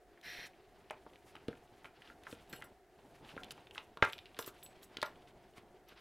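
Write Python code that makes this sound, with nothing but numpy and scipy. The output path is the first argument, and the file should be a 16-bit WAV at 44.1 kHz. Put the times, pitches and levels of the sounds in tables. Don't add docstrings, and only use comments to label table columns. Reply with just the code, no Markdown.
import sys
import numpy as np
from scipy import signal
from scipy.fft import rfft, irfft
from scipy.io import wavfile
from scipy.ndimage import uniform_filter1d

SR = 44100
rng = np.random.default_rng(int(sys.argv[2]) if len(sys.argv) > 2 else 0)


def to_wav(sig):
    pcm = np.clip(np.atleast_2d(sig), -1, 1) * 32767
    pcm = np.round(pcm).astype(np.int16)
    wavfile.write(sys.argv[1], SR, pcm.T)


N = 264996
T = np.arange(N) / SR

# (t/s, drag through the bench level/dB, scrape level/dB)
RUB = [(0.0, -79, -80), (0.37, -62.5, -74), (0.6, -71, -75), (1.34, -64, -71), (2.12, -69.5, -72.5),
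       (2.49, -60.5, -69), (2.66, -60.5, -71), (2.83, -81, -81.5), (3.0, -68.5, -75), (3.12, -61.5, -71),
       (3.41, -57, -65.5), (3.62, -63.5, -71), (4.0, -70, -77.5), (4.25, -66.5, -71), (4.57, -64.5, -69.5),
       (4.79, -65, -71), (5.17, -62, -72), (5.66, -67.5, -74.5), (6.01, -70, -87)]
# (f/Hz, level/dB)
HISS = [(2500, -65), (5500, -7), (11000, -8.5), (15500, -19.5)]


def undb(db):
    return 10 ** (np.asarray(db) / 20)


def unit(x):
    return x / np.sqrt(np.mean(x ** 2))


def peak(x):
    return x / np.abs(x).max()


def colour(x, points):
    hz, db = np.transpose(points)
    f = np.maximum(np.arange(len(x) // 2 + 1) * SR / len(x), 1)
    gain = undb(np.interp(np.log(f), np.log(hz), db))
    return irfft(rfft(x) * gain, len(x))


def band(x, hz, width):
    return signal.lfilter(*signal.iirpeak(min(hz, .45 * SR), hz / width, SR), x)


def walk(rate):
    k = int(SR / rate)
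    steps = np.repeat(rng.standard_normal(N // k + 1), k)
    return 1.13 * uniform_filter1d(uniform_filter1d(steps, k), k)[:N]


def fade(t, t60):
    return np.exp(-np.log(1000) * t / t60)


def ring(modes, t):
    hz, db, t60 = np.transpose(modes)[:, :, None]
    return undb(db) * np.sin(2 * np.pi * hz * t) * fade(t, t60)


def add(out, s, x):
    i = int(s * SR)
    out[i:i + len(x)] += x[:len(out) - i]


def grains(shape):
    larger_db = 4.6 * np.minimum(rng.exponential(size=N), 2.5)
    slips = undb(larger_db * (rng.random(N) < .004))
    uneven = undb(3.4 * walk(60) + 0.94 * walk(330))
    return unit(colour(rng.standard_normal(N) * slips * uneven, shape))


def fan():
    # (f/Hz, relative level/dB per Hz)
    air_colour = [(15, -32.5), (25, -12), (43, 8.5), (200, -20.5), (256, -9.5), (293, -9), (416, 5),
                  (463, -10), (775, 2), (840, -24.5), (1480, -9.5), (2050, -11.5), (2280, -19),
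                  (2690, -24.5), (16000, -29)]
    # (f/Hz, width/Hz, level/dB)
    duct_bands = [(374, 64, -69), (710, 39, -72)]
    air_db, waver_db = -70, 1.5
    out = undb(air_db) * unit(colour(rng.standard_normal(N), air_colour))
    for hz, width, db in duct_bands:
        resonance = unit(band(rng.standard_normal(N), hz, width))
        out = out + undb(db + waver_db * walk(11.0)) * resonance
    return out


def channel_noise():
    # (f/Hz, relative level/dB per Hz)
    side_colour = [(18, -13), (30, 16), (92, -6.5), (119, -3), (426, -14.5), (716, -17.5), (815, -26),
                   (4200, -18), (15000, -35.5)]
    side_db = -81
    return undb(side_db) * unit(colour(rng.standard_normal(N), side_colour))


def room(near):
    t60_s, room_db = 0.2, -16.5
    t = T[:SR // 2]
    low, high = rng.standard_normal((2, len(t)))
    tail = band(low, 700, 2700) * fade(t, t60_s) + 0.053 * high * fade(t, .5 * t60_s)
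    tail = tail * np.clip((t - .002) / 0.013, 0, 1)
    return undb(room_db) * signal.fftconvolve(near, tail / np.sqrt(np.sum(tail ** 2)))[:N]


def rubbing():
    # (middle t/s, length/s, scrape level/dB, hiss level/dB)
    swipes = [(0.466, 0.03, -53.5, -61), (1.277, 0.11, -79, -75), (1.859, 0.034, -70, -76),
              (2.056, 0.12, -66, -94), (2.31, 0.091, -69, -65), (3.303, 0.16, -64, -84),
              (3.519, 0.015, -51, -55), (3.776, 0.12, -64.5, -76.5), (4.479, 0.058, -58, -60),
              (4.548, 0.02, -95, -70.5), (4.837, 0.034, -69, -61), (5.575, 0.045, -64.5, -70),
              (4.074, 0.11, -65, -66.5), (5.286, 0.028, -65, -78), (5.914, 0.075, -64, -81),
              (6.0, 0.1, -60, -79)]
    # (f/Hz, relative level/dB)
    scrape_colour = [(400, -18), (1100, -3), (3000, -6), (5000, -13.5), (9000, -44)]
    # (f/Hz, relative level/dB)
    drag_colour = [(40, -3.5), (120, -1), (400, -3.5), (900, -6), (3000, -60)]
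    hiss_under_db = -10.5
    s, *levels = np.transpose(RUB)
    drag, scrape = (undb(np.interp(T, s, db)) for db in levels)
    hiss = undb(hiss_under_db) * scrape
    for middle, length, scrape_db, hiss_db in swipes:
        swell = np.exp(-8 * ((T - middle) / length) ** 2)
        scrape = scrape + undb(scrape_db) * swell
        hiss = hiss + undb(hiss_db) * swell
    return drag * grains(drag_colour) + scrape * grains(scrape_colour) + hiss * grains(HISS)


def screwdriver():
    # (f/Hz, relative level/dB per Hz)
    housing = [(530, -16), (900, -21), (955, -23), (1450, -12), (1710, -3), (1950, -3.5), (2450, -5),
               (3100, -13), (3700, -11), (4150, -8), (5000, -24), (5770, -12.5), (6200, -25), (7150, -31),
               (9800, -30), (10800, -25), (11900, -27), (12900, -29), (13900, -25), (14700, -35),
               (15500, -39)]
    # (multiple of the shaft rate, relative level/dB)
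    whine_lines = [(4, -19), (10, -10), (10.7, -9), (11, -10), (12.2, -13), (17.9, -15), (20.6, -16),
                   (23.4, -14), (26.3, -21), (30.06, -14), (32.5, -14), (44, -32), (55, -28), (66, -25),
                   (77, -30)]
    shaft_hz = 177.3
    start_s, rise_s, stop_s, fall_s = 0.225, 0.028, 0.459, 0.01
    start_db, sag_db_per_s = -48, -22
    on, off = np.maximum(T - start_s, 0), np.maximum(T - stop_s, 0)
    speed = 1 - .075 * np.exp(-on / .022) + .001 * walk(30)
    turn = 2 * np.pi * shaft_hz * np.cumsum(speed) / SR
    throb = 1 + 0.1 * np.cos(turn) + 0.5 * np.cos(2 * turn) + 0.16 * np.cos(0.16 * turn)
    rattle = unit(colour(rng.standard_normal(N) * throb, [(300, -50)] + list(housing)))
    whine = sum(undb(db + 2 * walk(30)) * np.sin(k * turn) for k, db in whine_lines)
    running = (1 - np.exp(-on / rise_s)) * np.maximum(1 - off / fall_s, 0)
    return running * undb(start_db + sag_db_per_s * on) * (rattle + 1.3 * whine)


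def ticks():
    # (t/s, peak level/dB, centre f/Hz, treble level/dB)
    listed = [(0.2134, -52, 3800, -53), (0.464, -52, 4500, -53), (0.9, -38, 3000, -66),
              (0.9087, -32.5, 2050, -41), (1.135, -51.5, 2820, -74), (1.1583, -47, 2900, -77),
              (1.3545, -43.5, 2780, -52), (1.3655, -46, 2530, -69), (1.4829, -37, 3400, -45.5),
              (1.5535, -52.5, 2800, -76), (1.5735, -53.5, 2430, -76), (1.8452, -43, 2650, -74),
              (1.8553, -42, 2410, -65), (2.0206, -44.5, 2500, -56), (2.0755, -46.5, 3100, -83),
              (2.236, -48.5, 2600, -50), (2.3136, -46, 3850, -55), (2.3266, -41.5, 2870, -50),
              (2.3505, -50, 3140, -70), (2.5282, -43, 3300, -51), (2.5351, -44, 2870, -43),
              (2.6221, -40, 2720, -44), (3.249, -45, 2800, -76), (3.2919, -42, 2770, -68),
              (3.3655, -44, 2760, -59), (3.4343, -34.5, 3120, -48), (3.4444, -43, 3140, -46),
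              (3.5082, -33, 3580, -37), (3.5783, -49.5, 2520, -72), (3.6706, -44, 2800, -75),
              (3.71, -42.5, 2870, -52), (3.7494, -43, 2960, -50), (3.7798, -27.5, 2860, -49),
              (3.9726, -41.5, 3470, -49.5), (4.0238, -22.5, 2940, -39), (4.049, -38, 3300, -33),
              (4.054, -39, 3300, -62), (4.064, -46, 3400, -62), (4.099, -40, 3200, -50),
              (4.126, -43, 3020, -41.5), (4.1325, -28.5, 3150, -66), (4.1816, -38.5, 3330, -53),
              (4.189, -36, 3270, -58), (4.2574, -42, 3240, -65), (4.2658, -50, 2980, -76),
              (4.346, -45, 3100, -74), (4.368, -45, 3230, -62), (4.3898, -32, 3270, -26.5),
              (4.426, -37, 3820, -52), (4.445, -43, 3560, -50), (4.4625, -52, 4200, -34),
              (4.4792, -43, 3660, -52), (4.628, -42.5, 3200, -66), (4.663, -44, 3440, -46),
              (4.831, -45, 3950, -51), (4.9703, -29, 3500, -41), (5.0169, -29, 3940, -36.5),
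              (5.028, -25, 3530, -28.5), (5.063, -41.5, 3800, -54), (5.158, -52, 2940, -72),
              (5.222, -56, 2996, -69), (5.5814, -46.5, 2940, -54.5), (5.274, -52, 2990, -65),
              (5.892, -49, 3440, -66), ]
    faint_count, faint_hz, pitch_spread = 45, 2900, .08
    over_scrape_db, spread_db, faint_treble_db = 13, 2.5, -20
    out, t = np.zeros(N), T[:SR // 12]
    when = rng.uniform(0, T[-1], faint_count)
    size, pitch = rng.standard_normal((faint_count, 2)).T
    rub_s, _, scrape_db = np.transpose(RUB)
    faint_db = np.interp(when, rub_s, scrape_db) + over_scrape_db + spread_db * size
    faint = zip(when, faint_db, faint_hz * (1 + pitch_spread * pitch), faint_db + faint_treble_db)
    for s, db, hz, treble_db in list(listed) + list(faint):
        grit = rng.standard_normal((2, len(t)))
        blow = (t == 0) * 11.9 + grit[0] * fade(t, 0.031)
        click = band(band(band(blow, 0.36 * hz, .5 * hz), 1.053 * hz, .5 * hz), hz, 0.68 * hz)
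        spit = colour(grit[1], HISS) * (fade(t, 0.014) + 0.023 * fade(t, 0.053))
        add(out, s, undb(db) * peak(click) + undb(treble_db) * spit)
    return out


def clinks():
    # (t/s, tweezers level/dB, fine tweezers level/dB, pick level/dB, shaft level/dB,
    # free ringing until touched/s, brightness/dB per octave)
    blows = [(2.496, -74, -63.5, -64.5, -89, 0.02, 1), (2.5276, -80, -63, -51, -73.5, 0.08, -1),
             (2.56, -71, -63, -61, -87, 0.039, -3), (2.603, -72, -72, -77, -90, .004, -2),
             (2.641, -70, -61, -66, -79, 0.032, 4), (4.123, -64, -63.5, -70, -78, .06, -2),
             (4.1787, -75, -80, -79, -83, 0.029, -3), (4.3905, -51, -72, -47, -51.5, 0.05, 5.5),
             (4.4101, -52, -60, -60, -64, 0.057, 5), (4.4638, -54, -79, -58, -75, 0.03, 10),
             (4.4727, -51, -75, -70, -75, 0.018, 8), (4.6314, -48.5, -92, -86, -92, 0.14, -3.5),
             (4.8264, -58, -88, -73, -85, .05, 3), (5.0567, -64.5, -78, -84, -81, 0.05, -9),
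             (5.886, -78, -85, -63, -72.5, 0.0036, 4)]
    # (f/Hz) in the first table, (relative level/dB, t60/s) in the second
    tweezers_hz, tweezers = [7945, 10165, 12240, 14680], [(-14.5, 0.19), (-12, 0.083), (-2, 0.09), (-4, 0.1)]
    fine_tweezers_hz, fine_tweezers = [3740, 7460, 7905, 10125, 12078], [(-5, 0.043), (-14, 0.14), (-8, 0.11),
                                                                 (-2, 0.05), (-5.5, .09)]
    pick_hz, pick = [2891, 4269, 7620, 9770, 12815], [(-7, 0.3), (-13.5, 0.24), (-14.5, 0.22), (-15, 0.31), (-5, 0.14)]
    shaft_modes_hz, shaft_modes = [5130, 5850, 8904, 15480], [(2, 0.21), (5, 0.11), (-3, 0.099), (-11, .08)]
    touched_t60_s = .018
    contact_db = 7
    bright_hz = 12000
    chatter_db, chatter_ms = 4, 4
    spread_db = 1.5
    out, t = np.zeros(N), T[:SR // 5]
    pairs = ((tweezers_hz, tweezers), (fine_tweezers_hz, fine_tweezers),
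             (pick_hz, pick), (shaft_modes_hz, shaft_modes))
    tools = [np.column_stack(pair) for pair in pairs]
    octaves = np.log2(np.vstack(tools)[:, 0] / bright_hz)
    span = int(chatter_ms * SR / 1000)
    for s, *levels_db, free_s, tilt_db in blows:
        modes = np.vstack([undb(db) * ring(tool, t) for tool, db in zip(tools, levels_db)])
        flutter = np.sqrt(span) * uniform_filter1d(rng.standard_normal(modes.shape), size=span)
        mode_gain = undb(spread_db * rng.standard_normal(len(modes)) + tilt_db * octaves)
        contact = (t == 0) + 0.09 * rng.standard_normal(len(t)) * fade(t, 0.04)
        ringing = mode_gain @ (modes * undb(chatter_db * flutter))
        touched = fade(np.maximum(t - free_s, 0), touched_t60_s)
        ringing = ringing * np.minimum(t / 0.00023, 1) * touched
        bright_grit = undb(max(levels_db) + contact_db) * np.diff(contact, prepend=0)
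        add(out, s, signal.fftconvolve(ringing, contact)[:len(t)] + bright_grit)
    return out


def thumps():
    # (t/s, level/dB before damping)
    landings = [(4.0248, -23.5), (4.2, -52)]
    flex_hz, t60_s = 98, 0.027
    out, t = np.zeros(N), T[:SR // 8]
    for s, db in landings:
        add(out, s, -undb(db) * np.sin(2 * np.pi * flex_hz * t) * fade(t, t60_s))
    return out


def knocks():
    # (t/s, crack peak level/dB, crack centre f/Hz, thud peak level/dB, thud centre f/Hz)
    blows = [(0.176, -53.5, 1710, -81, 400), (0.908, -34.5, 735, -52, 700), (0.9128, -38.5, 700, -55, 710),
             (1.0654, -47, 930, -47.5, 455), (1.3537, -43, 1060, -56, 400), (1.3647, -51, 1350, -52, 400),
             (1.485, -42, 1360, -26.5, 356), (1.53, -46, 1480, -45, 300), (1.845, -47, 1170, -77, 400),
             (1.852, -44.5, 1180, -77, 400), (2.021, -54, 1610, -62, 403), (2.1015, -45, 1390, -63, 400),
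             (2.2692, -36.5, 1330, -67, 400), (2.329, -48, 1130, -37.5, 420),
             (2.531, -36.5, 1890, -41.5, 410), (2.536, -42.5, 1520, -41, 300), (2.616, -47, 1500, -52, 400),
             (2.624, -39, 1650, -66, 400), (3.21, -58, 870, -53, 400), (3.3668, -52, 1070, -37.5, 400),
             (3.3783, -36.5, 1400, -47, 404), (3.508, -43, 2040, -51, 400), (3.5797, -49, 850, -52, 400),
             (3.758, -42.5, 1460, -52.5, 400), (3.779, -38, 1060, -79, 400),
             (3.973, -38.5, 1000, -48.5, 440), (4.0262, -10, 1560, -23, 620),
             (4.0284, -18.5, 1015, -39.5, 900), (4.371, -50.5, 1450, -66, 397),
             (4.392, -31, 1145, -36, 490), (4.4777, -41, 1000, -41, 480), (4.9698, -40, 1890, -43, 400),
             (4.9852, -46, 1170, -41.5, 400), (5.0286, -24.5, 1650, -35.5, 600),
             (5.0299, -26, 1035, -40, 600), (5.5811, -50.5, 957, -46, 300), (5.924, -53.5, 1320, -54, 504)]
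    # (f/Hz, relative level/dB, t60/s)
    bench_modes = [(122, -1, 0.083), (161, -7.5, 0.12), (253, -14, .04), (300, -6.5, 0.055),
                   (359, -2, 0.066), (440, -8, 0.025), (486, 6, 0.053), (584, 8.5, 0.029), (657, 6, 0.03),
                   (750, -9, 0.019), (890, 3, 0.043), (1063, 4.5, 0.023), (1253, -15.5, 0.021),
                   (1400, -4.5, 0.067), (1610, -1, 0.031), (1752, -3, 0.021), (2040, -7.5, 0.025),
                   (2440, -14.5, 0.04)]
    crack_t60_s = 0.028
    crack_width = 0.73
    weight_db = -28
    spread_db = 2
    push_cycles = .25
    out, t = np.zeros(N), T[:SR // 4]
    mode_hz = np.array(bench_modes)[:, 0]
    bench = ring(bench_modes, t)
    for s, db, hz, thud_db, thud_hz in blows:
        mode_gain = undb(spread_db * rng.standard_normal(len(bench_modes)))
        grit = rng.standard_normal((2, len(t)))
        crack = (t == 0) * 16 + grit[0] * fade(t, crack_t60_s)
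        for _ in range(3):
            crack = band(crack, hz, crack_width * hz)
        loose = (t == 0) + 0.045 * grit[1] * fade(t, 0.05)
        near_pitch = undb(-8 * np.log2(mode_hz / hz) ** 2)
        body = signal.fftconvolve(mode_gain * near_pitch @ bench, loose)[:len(t)]
        clatter = unit(band(band(band(grit[1], hz, 1.3 * hz), 0.8 * hz, 1.6 * hz), hz, 2 * hz))
        clatter = clatter * fade(t, 0.13) * np.minimum(t / 0.003, 1)
        push = np.exp(-(t * thud_hz / push_cycles - 2.5) ** 2)
        uneven_push = signal.fftconvolve(push, loose)[:len(t)]
        thud = signal.fftconvolve(uneven_push, mode_gain @ bench)[:len(t)]
        thud = band(band(thud, thud_hz, 2.4 * thud_hz), thud_hz, 2.4 * thud_hz)
        knock = peak(crack) + 0.76 * peak(band(body, hz, hz)) + 0.1 * clatter
        add(out, s - .0006, undb(db) * knock)
        add(out, s - .002, undb(thud_db) * peak(thud) + undb(db + weight_db) * push)
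    return out


def scene():
    near = knocks() + thumps() + ticks() + clinks() + screwdriver()
    mid = near + room(near) + rubbing() + fan()
    side = channel_noise()
    return np.array([mid + side, mid - side])


def record(dry):
    top_hz = 15850
    return signal.sosfilt(signal.ellip(10, .2, 60, top_hz, fs=SR, output="sos"), dry)


dry = scene()
out = record(dry)
to_wav(out)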